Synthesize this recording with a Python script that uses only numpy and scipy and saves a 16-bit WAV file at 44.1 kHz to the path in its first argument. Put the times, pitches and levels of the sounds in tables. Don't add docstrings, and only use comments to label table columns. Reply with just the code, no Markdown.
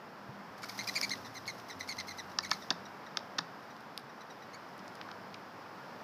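import sys
import numpy as np
from scipy import signal
from scipy.fft import rfft, irfft
from scipy.io import wavfile
from scipy.ndimage import uniform_filter1d

SR = 44100
rng = np.random.default_rng(int(sys.argv[2]) if len(sys.argv) > 2 else 0)


def digitize_waveform(pressure):
    field = np.atleast_2d(pressure).T
    bounded = np.clip(field, -1, 1)
    quanta = np.round(bounded * 32767).astype(np.int16)
    wavfile.write(sys.argv[1], SR, quanta)


def voltage_ratio(level):
    return 10 ** (np.asarray(level, float) / 20)


N = 266319


def evened(x):
    return x / np.sqrt(np.mean(x ** 2) + 1e-20)


def read(points, hz):
    f, value = np.transpose(points)
    return np.interp(np.log(hz + 1), np.log(f + 1), value)


def add(mix, s, sound):
    part = mix[round(s * SR):][:len(sound)]
    part += sound[:len(part)]


def coloured(x, points):
    log_gain = np.log(voltage_ratio(read(points, abs(np.fft.fftfreq(4096, 1 / SR)))))
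    taps = np.fft.ifft(np.exp(np.conj(signal.hilbert(log_gain)))).real[:2048]
    return signal.oaconvolve(x, taps)[:len(x)]


def ring(modes, detune):
    t = np.arange(4096) / SR
    out = 0
    for (hz, db, t60_s), d in zip(modes, detune):
        out = out + voltage_ratio(db - 60 * t / t60_s) * np.sin(2 * np.pi * hz * d * t)
    return out


def wander(length, size):
    once = uniform_filter1d(rng.standard_normal(length), size)
    return evened(uniform_filter1d(once, size))


OVERTONES_DB = [2, 3.5, 6, -1.5, -4.5, -5, -3]


def whistle(db, length_s, top_hz, end_hz, far_wing):
    u = np.arange(round(length_s * 1.2 * SR)) / (length_s * SR)
    rough = np.clip(1 - far_wing, .032, 1)
    hz = top_hz - (top_hz - end_hz) * np.clip((u - .25) / 0.726, 0, 2) ** 1.48
    arch = np.clip((db + 52) / 110 * length_s / .03, .02, .2)
    hz *= 1 - arch * (np.exp(-u / .12) + .25 * u ** 8)
    far_wing_db = min(-11 + 120 * rough, -3)
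    out = 0
    for ratio, wing_db in ((1, 0), (far_wing, far_wing_db)):
        jitter = 1 + 0.37 * rough * wander(4096, size=30)[:len(u)]
        turns = np.cumsum(hz * ratio * jitter) / SR + rng.random()
        gust_db = 3.2 * wander(4096, size=70)[:len(u)]
        for k, overtone_db in enumerate(OVERTONES_DB, 1):
            fuzz = 2.6 * k * rough * wander(4096, size=14)
            flicker = (voltage_ratio(2.5 * wander(4096, size=60)) + fuzz)[:len(u)]
            dulling_db = 1.6 * (k - 1.5) * u ** 2
            level = voltage_ratio(wing_db + overtone_db + gust_db - dulling_db)
            out = out + level * flicker * np.sin(2 * np.pi * k * turns)
    edges = np.clip(u / .16, 0, 1) * np.clip((u[-1] - u) / .22, 0, 1)
    return voltage_ratio(db - 6.5) * out * edges * voltage_ratio(-4.5 * u)


# (time [s], whistle level [dB], length [s], top pitch [Hz])
LIFT_OFF = [(.632, -46, 0.0185, 2360)]
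CLIMB = [(.791, -34.5, 0.013, 2080), (.799, -42, 0.028, 2180), (.875, -37.5, 0.02, 2487),
         (.887, -32.5, 0.013, 2090), (.954, -31.5, 0.027, 2440), (.957, -32.5, 0.025, 2256),
         (1.026, -32.5, 0.027, 2376), (1.028, -34, 0.025, 2190), (1.108, -33.5, 0.032, 2146),
         (1.246, -51, .038, 1986)]
FLY_PAST = [(1.353, -45.5, 0.029, 2143), (1.478, -36, 0.018, 2232), (1.487, -41, 0.024, 2134),
            (1.714, -52, 0.023, 1970), (1.805, -40.5, 0.017, 2070), (1.828, -52, 0.021, 2070),
            (1.89, -34.5, 0.018, 2242), (1.907, -41, .027, 2165), (1.984, -39, .032, 2140),
            (2.084, -40.5, 0.016, 2170), (2.103, -45, 0.023, 2090), (2.318, -51.5, 0.0069, 1970),
            (2.432, -41.5, 0.019, 2284), (2.46, -46.5, 0.016, 2150), (2.506, -40.5, 0.0255, 2290),
            (2.531, -37.5, 0.013, 2200), (2.54, -51, .02, 2150), (2.621, -52, 0.023, 1925)]
FAR_OFF = [(2.854, -48.5, 0.016, 1945), (3.066, -55, 0.017, 1935), (3.704, -57.5, .016, 1960),
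           (4.093, -62, 0.018, 1910), (4.209, -51.5, .016, 1993), (4.302, -54.5, .022, 1960),
           (4.423, -56.5, .02, 1980), (4.533, -52, .013, 2135), (4.544, -48.5, 0.018, 2275)]
BRAKING = [(.695, -42.5, 0.011, 2245), (1.367, -46.5, 0.021, 2070), (1.699, -41, 0.016, 2106),
           (2.183, -42, .026, 2063), (2.448, -39, 0.012, 2010)]
# (strokes, pitch sag [Hz], pitch gap between wings [0-1], gap per dB below FIRM_DB [1/dB])
FLIGHTS = [
    (LIFT_OFF, 150, .2, 0),
    (CLIMB, 47, 0.0259, 0.0031),
    (FLY_PAST, 93, 0.014, 0.00304),
    (BRAKING, 180, .03, 0),
    (FAR_OFF, 65, 0.015, 0),
]
FIRM_DB = -38


def wing_whistles():
    out = np.zeros(N)
    for strokes, sag_hz, gap, gap_per_db in FLIGHTS:
        for s, db, length_s, top_hz in strokes:
            far_wing = 1 - gap - gap_per_db * max(FIRM_DB - db, 0)
            add(out, s - .002, whistle(db, length_s, top_hz, top_hz - sag_hz, far_wing))
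    return out


# (time [s], level [dB])
PUFFS = [(.585, -50.5), (0.627, -46), (.66, -46), (.693, -38.5), (.755, -48.5), (0.782, -39.5), (.84, -43),
         (.878, -35.5), (.92, -58), (.9544, -40), (.985, -36), (1.016, -39), (1.108, -59), (1.1494, -60),
         (1.2656, -51), (1.35, -46), (1.471, -43.5), (1.5484, -55), (1.588, -50.5), (1.69, -47), (1.8, -45),
         (1.8895, -41.5), (1.9884, -51), (2.078, -44), (2.178, -48.5), (2.304, -51), (2.434, -45),
         (2.515, -40.5), (3.6294, -58)]
# (frequency [Hz], level [dB])
PUFF_COLOUR = [(300, -26), (1000, -6), (2500, -12), (6000, 1.5), (10000, -5), (15000, 10)]
PUFF_S = 0.032
RUSTLE_DB, RUSTLE_S = 0.5, 0.077


def wing_puffs():
    push = np.zeros(N)
    u = np.arange(round(3 * PUFF_S * SR)) / (PUFF_S * SR)
    swell = (u / 0.35 * np.exp(1 - u / 0.18)) ** 2
    for s, db in PUFFS:
        add(push, s - .008, voltage_ratio(db - 3.0) ** 2 * swell)
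    keep = np.exp(-1 / (RUSTLE_S * SR))
    push = push + voltage_ratio(RUSTLE_DB) ** 2 * signal.lfilter([1 - keep], [1, -keep], push)
    air = evened(coloured(rng.standard_normal(N), PUFF_COLOUR)) * voltage_ratio(1.1 * wander(N, size=50))
    return voltage_ratio(17.0) * np.sqrt(push) * air


# (time [s], beak crack [dB], shell ring [dB], board [dB], low thud [dB])
PECKS = [(2.387, -14, -27, -28.5, -60), (2.388, -25, -39, -26.5, -55), (2.5141, -12.5, -22, -24.5, -63),
         (2.516, -28, -38, -21, -38), (2.7043, -13.5, -16.5, -32, -39), (2.708, -28, -37, -25.5, -46),
         (2.7084, -22.5, -39, -38, -27), (2.7113, -36, -50, -27, -40), (3.1711, -18, -22, -29, -58),
         (3.173, -44, -30, -32, -57), (3.384, -24, -40, -26.5, -60), (3.3862, -18.5, -22, -34, -48),
         (3.3888, -19.5, -27, -23.5, -30.5)]
# (frequency [Hz], level [dB], t60 [s])
CRACK = [(4200, -2.5, 0.0076), (4670, 7, 0.0049), (5330, -2, 0.012), (5820, 7, 0.0044), (6350, -1, 0.0065)]
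SHELL = [(3580, 8, 0.0089), (3160, -1, 0.0047)]
BOARD = [(760, -14, .022), (1030, -4.5, .022), (1290, -3, .02), (1500, -6, .016), (1750, -3, .024),
         (2200, -12, .014), (2650, -8, .014)]
THUD = [(245, 10.5, 0.022), (167, -11, 0.33), (315, -11, 0.072), (652, -1, 0.037), (820, 4, 0.028),
        (1000, 0.5, 0.028)]


def pecks():
    out, t = np.zeros(N), np.arange(4096) / SR
    bodies, rises_s = (CRACK, SHELL, BOARD, THUD), (.0003, .0005, .0009, .003)
    for s, *levels_db in PECKS:
        for modes, db, rise_s in zip(bodies, levels_db, rises_s):
            detune = rng.uniform(0.96, 1.03, 8)
            if modes is BOARD:
                detune *= rng.choice([-1, 1], 8)
            onset = 1 - np.exp(-(t / rise_s) ** 2)
            add(out, s, voltage_ratio(db - 1.5) * ring(modes, detune) * onset)
    return out


# (time [s], peak level [dB], centre [Hz], width [octaves])
CLAPS = [(.639, -43.5, 1340, 0.26), (.6965, -42, 4800, .6), (.843, -44.5, 4500, 0.58),
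         (.942, -40, 5500, 1.1), (1.0137, -27, 5600, .35), (1.0141, -38.5, 1630, 1.2),
         (1.0135, -31, 10500, 0.35), (1.0945, -38, 5230, 0.66), (1.0965, -33.5, 6100, 0.98),
         (1.155, -47.5, 3580, .8), (1.176, -46, 6990, 1.5), (1.457, -49, 3950, 0.45),
         (1.878, -46, 7000, 1.3), (1.925, -43.5, 3500, 1.5), (1.97, -44, 6030, 1.1), (1.6, -49, 4500, 1.7),
         (2.001, -38.5, 4400, .49), (2.008, -41.5, 4400, 0.63), (2.496, -39, 8920, 1.8)]
SHELLS = [(3.766, -53, 4500, 1.1), (3.807, -44, 8000, 2.9), (3.977, -24.5, 13000, 0.98),
          (3.9772, -30.5, 4000, .7), (3.994, -49, 11000, .96), (4.237, -50, 14000, .1),
          (4.69, -58, 7000, .8), (4.78, -44, 12000, 1.1), (4.793, -51.5, 6000, .6),
          (4.88, -44.5, 6900, 0.66), (4.954, -42, 8350, 1.2), (5.013, -45, 1440, 0.43),
          (5.014, -41.5, 3230, 0.85), (5.088, -52, 3500, .7), (5.09, -43, 1290, .4),
          (5.115, -43, 3700, .86), (5.343, -41.5, 4200, 0.99), (5.345, -46, 3600, 1.1),
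          (5.347, -52, 2550, 0.25)]
SPLINTERS = [(2.387, -49, 12700, 0.41), (2.709, -44, 10900, 0.5), (3.173, -38.5, 11000, 0.99),
             (3.387, -39, 10000, .84)]
CLAP_S, SHELL_S, SPLINTER_S = 0.004, .0017, 0.0038
HARDEN = .45


def ticks():
    out, hz = np.zeros(N), np.fft.rfftfreq(1024, 1 / SR)
    for rows, soft_s in ((CLAPS, CLAP_S), (SHELLS, SHELL_S), (SPLINTERS, SPLINTER_S)):
        for s, db, centre_hz, octaves in rows:
            length_s = soft_s * voltage_ratio(-HARDEN * (db + 47))
            u = np.arange(1024) / (length_s * SR)
            shape = u * np.exp(1 - u)
            z = rfft(rng.standard_normal(1024) * shape ** 2)
            band = np.exp(-(np.log2(hz / centre_hz + 1e-3) / octaves) ** 2)
            burst = irfft(z / abs(z) * band) * shape
            add(out, s - length_s, voltage_ratio(db + 7.5) * burst / abs(burst).max())
    return out


# (time [s], level [dB])
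WALLS = [(.005, -24), (0.0159, -21), (.026, -75)]


def yard(x):
    t = np.arange(12000) / SR
    tail = rng.standard_normal(len(t)) * voltage_ratio(-60 * t / 0.25) * np.clip((t - .004) / 0.0078, 0, 1)
    taps = voltage_ratio(-21.0) * tail / np.linalg.norm(tail)
    taps[0] = 1
    for s, db in WALLS:
        smear = rng.standard_normal(320) * np.hanning(320)
        add(taps, s, voltage_ratio(db) * smear / np.linalg.norm(smear))
    return signal.oaconvolve(x, taps)[:N]


# (frequency [Hz], level [dB])
MICROPHONE = [(30, -54), (130, -5), (2000, 2.5), (3200, -0.5), (4300, -0.5), (5200, 2.5), (6500, -10),
              (7600, -16.5), (9000, -13.5), (11500, -12), (15000, -26)]


def microphone(x):
    return coloured(x, MICROPHONE)


# (frequency [Hz], density [dB/Hz])
HISS = [(30, -52), (55, -42), (80, -17.5), (120, -6), (200, 0.5), (350, -4), (1000, -0.5), (1600, -5.5),
        (2500, -15.5), (4000, -22), (5200, -17.5), (6300, -29.5), (8500, -39.5), (13000, -35)]
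# (time [s], level [dB])
HISS_LEVEL = [(0.0, -51.5), (.89, -48.5), (1.51, -50), (1.95, -49.5), (3.38, -49.3), (4.07, -51),
              (5.03, -48.5), (5.5, -50), (6.04, -48)]


def traffic_hiss():
    frames, hz = N // 512 + 5, np.fft.rfftfreq(2048, 1 / SR)
    a, b, patches = rng.standard_normal((frames, 1025, 3)).T
    patches = evened(uniform_filter1d(uniform_filter1d(patches, 24, 0), 8, 1))
    z = (a + 1j * b) * voltage_ratio(read(HISS, hz)[:, None] + 0.13 * patches)
    hiss = signal.istft(z, nperseg=2048, noverlap=1536)[1][:N]
    swell_db = np.interp(np.arange(N) / SR, *np.transpose(HISS_LEVEL))
    return evened(hiss) * voltage_ratio(swell_db + 0.5)


# (start [s], end [s], pitch [Hz], start level [dB], end level [dB])
DRONES = [(.15, 0.505, 201, -60.5, -59), (.55, 1.34, 199, -56, -57), (1.38, 1.6, 192, -66, -61),
          (.62, 1.21, 286, -65, -62), (1.8, 2.66, 195, -71, -58), (2.68, 3.12, 197, -59, -67),
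          (.47, 1.877, 115.7, -62, -63), (1.0, 1.7, 88, -71, -75), (1.68, 2.64, 92.7, -62, -67.5),
          (2.82, 3.08, 101, -75, -74), (.95, 1.55, 262, -58, -63.5), (1.73, 2.15, 268, -54.5, -72),
          (4.5, 5.8, 107, -75.5, -65.5)]


def engine_drones():
    out = np.zeros(N)
    for start, end, line_hz, start_db, end_db in DRONES:
        n = len(out[:round((end - start) * SR)])
        drift, waver = wander(N, size=6000)[:n], wander(N, size=1500)[:n]
        turns = np.cumsum(line_hz * (1 + 0.0079 * drift)) / SR
        tone = np.sin(2 * np.pi * turns) * signal.windows.tukey(n, .25)
        add(out, start, tone * voltage_ratio(np.linspace(start_db, end_db, n) + 2.0 + 3.3 * waver))
    return out


# (time [s], level [dB], pitch [Hz], t60 [s])
THUMPS = [(0.287, -38, 130, 0.09), (0.501, -53, 100, 0.073), (1.489, -50, 181, .05),
          (2.792, -53.5, 110, 0.14), (4.037, -53.5, 141.5, 0.18)]


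def far_knocks():
    out = np.zeros(N)
    onset = np.minimum(np.arange(4096) / SR / 0.0087, 1)
    for s, db, knock_hz, t60_s in THUMPS:
        add(out, s, voltage_ratio(db + 3) * ring([(knock_hz, 0, t60_s)], [1]) * onset)
    return out


BREEZE_DB, LULL_S, LULL_DB = -79.5, 2.6, -12


def breeze():
    lull_db = LULL_DB * np.clip((np.arange(N) / SR - LULL_S) / .3, 0, 1)
    rumble = coloured(rng.standard_normal(N), [(20, -17), (60, 8), (110, -24)])
    return voltage_ratio(BREEZE_DB + lull_db) * evened(rumble)


def scene():
    birds = wing_whistles() + wing_puffs() + pecks() + ticks()
    background = traffic_hiss() + engine_drones() + far_knocks() + breeze()
    return (microphone(yard(birds)) + background)[None]


def band_limit(x):
    return signal.sosfilt(signal.butter(12, 16380, fs=SR, output="sos"), x)


EDGE_HZ = 15470


def record(dry):
    lowpass = signal.firwin(1023, EDGE_HZ, window=("kaiser", 9), fs=SR)
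    mix = signal.oaconvolve(dry, lowpass[None], "same")
    return band_limit(mix)


dry = scene()
out = record(dry)
digitize_waveform(out)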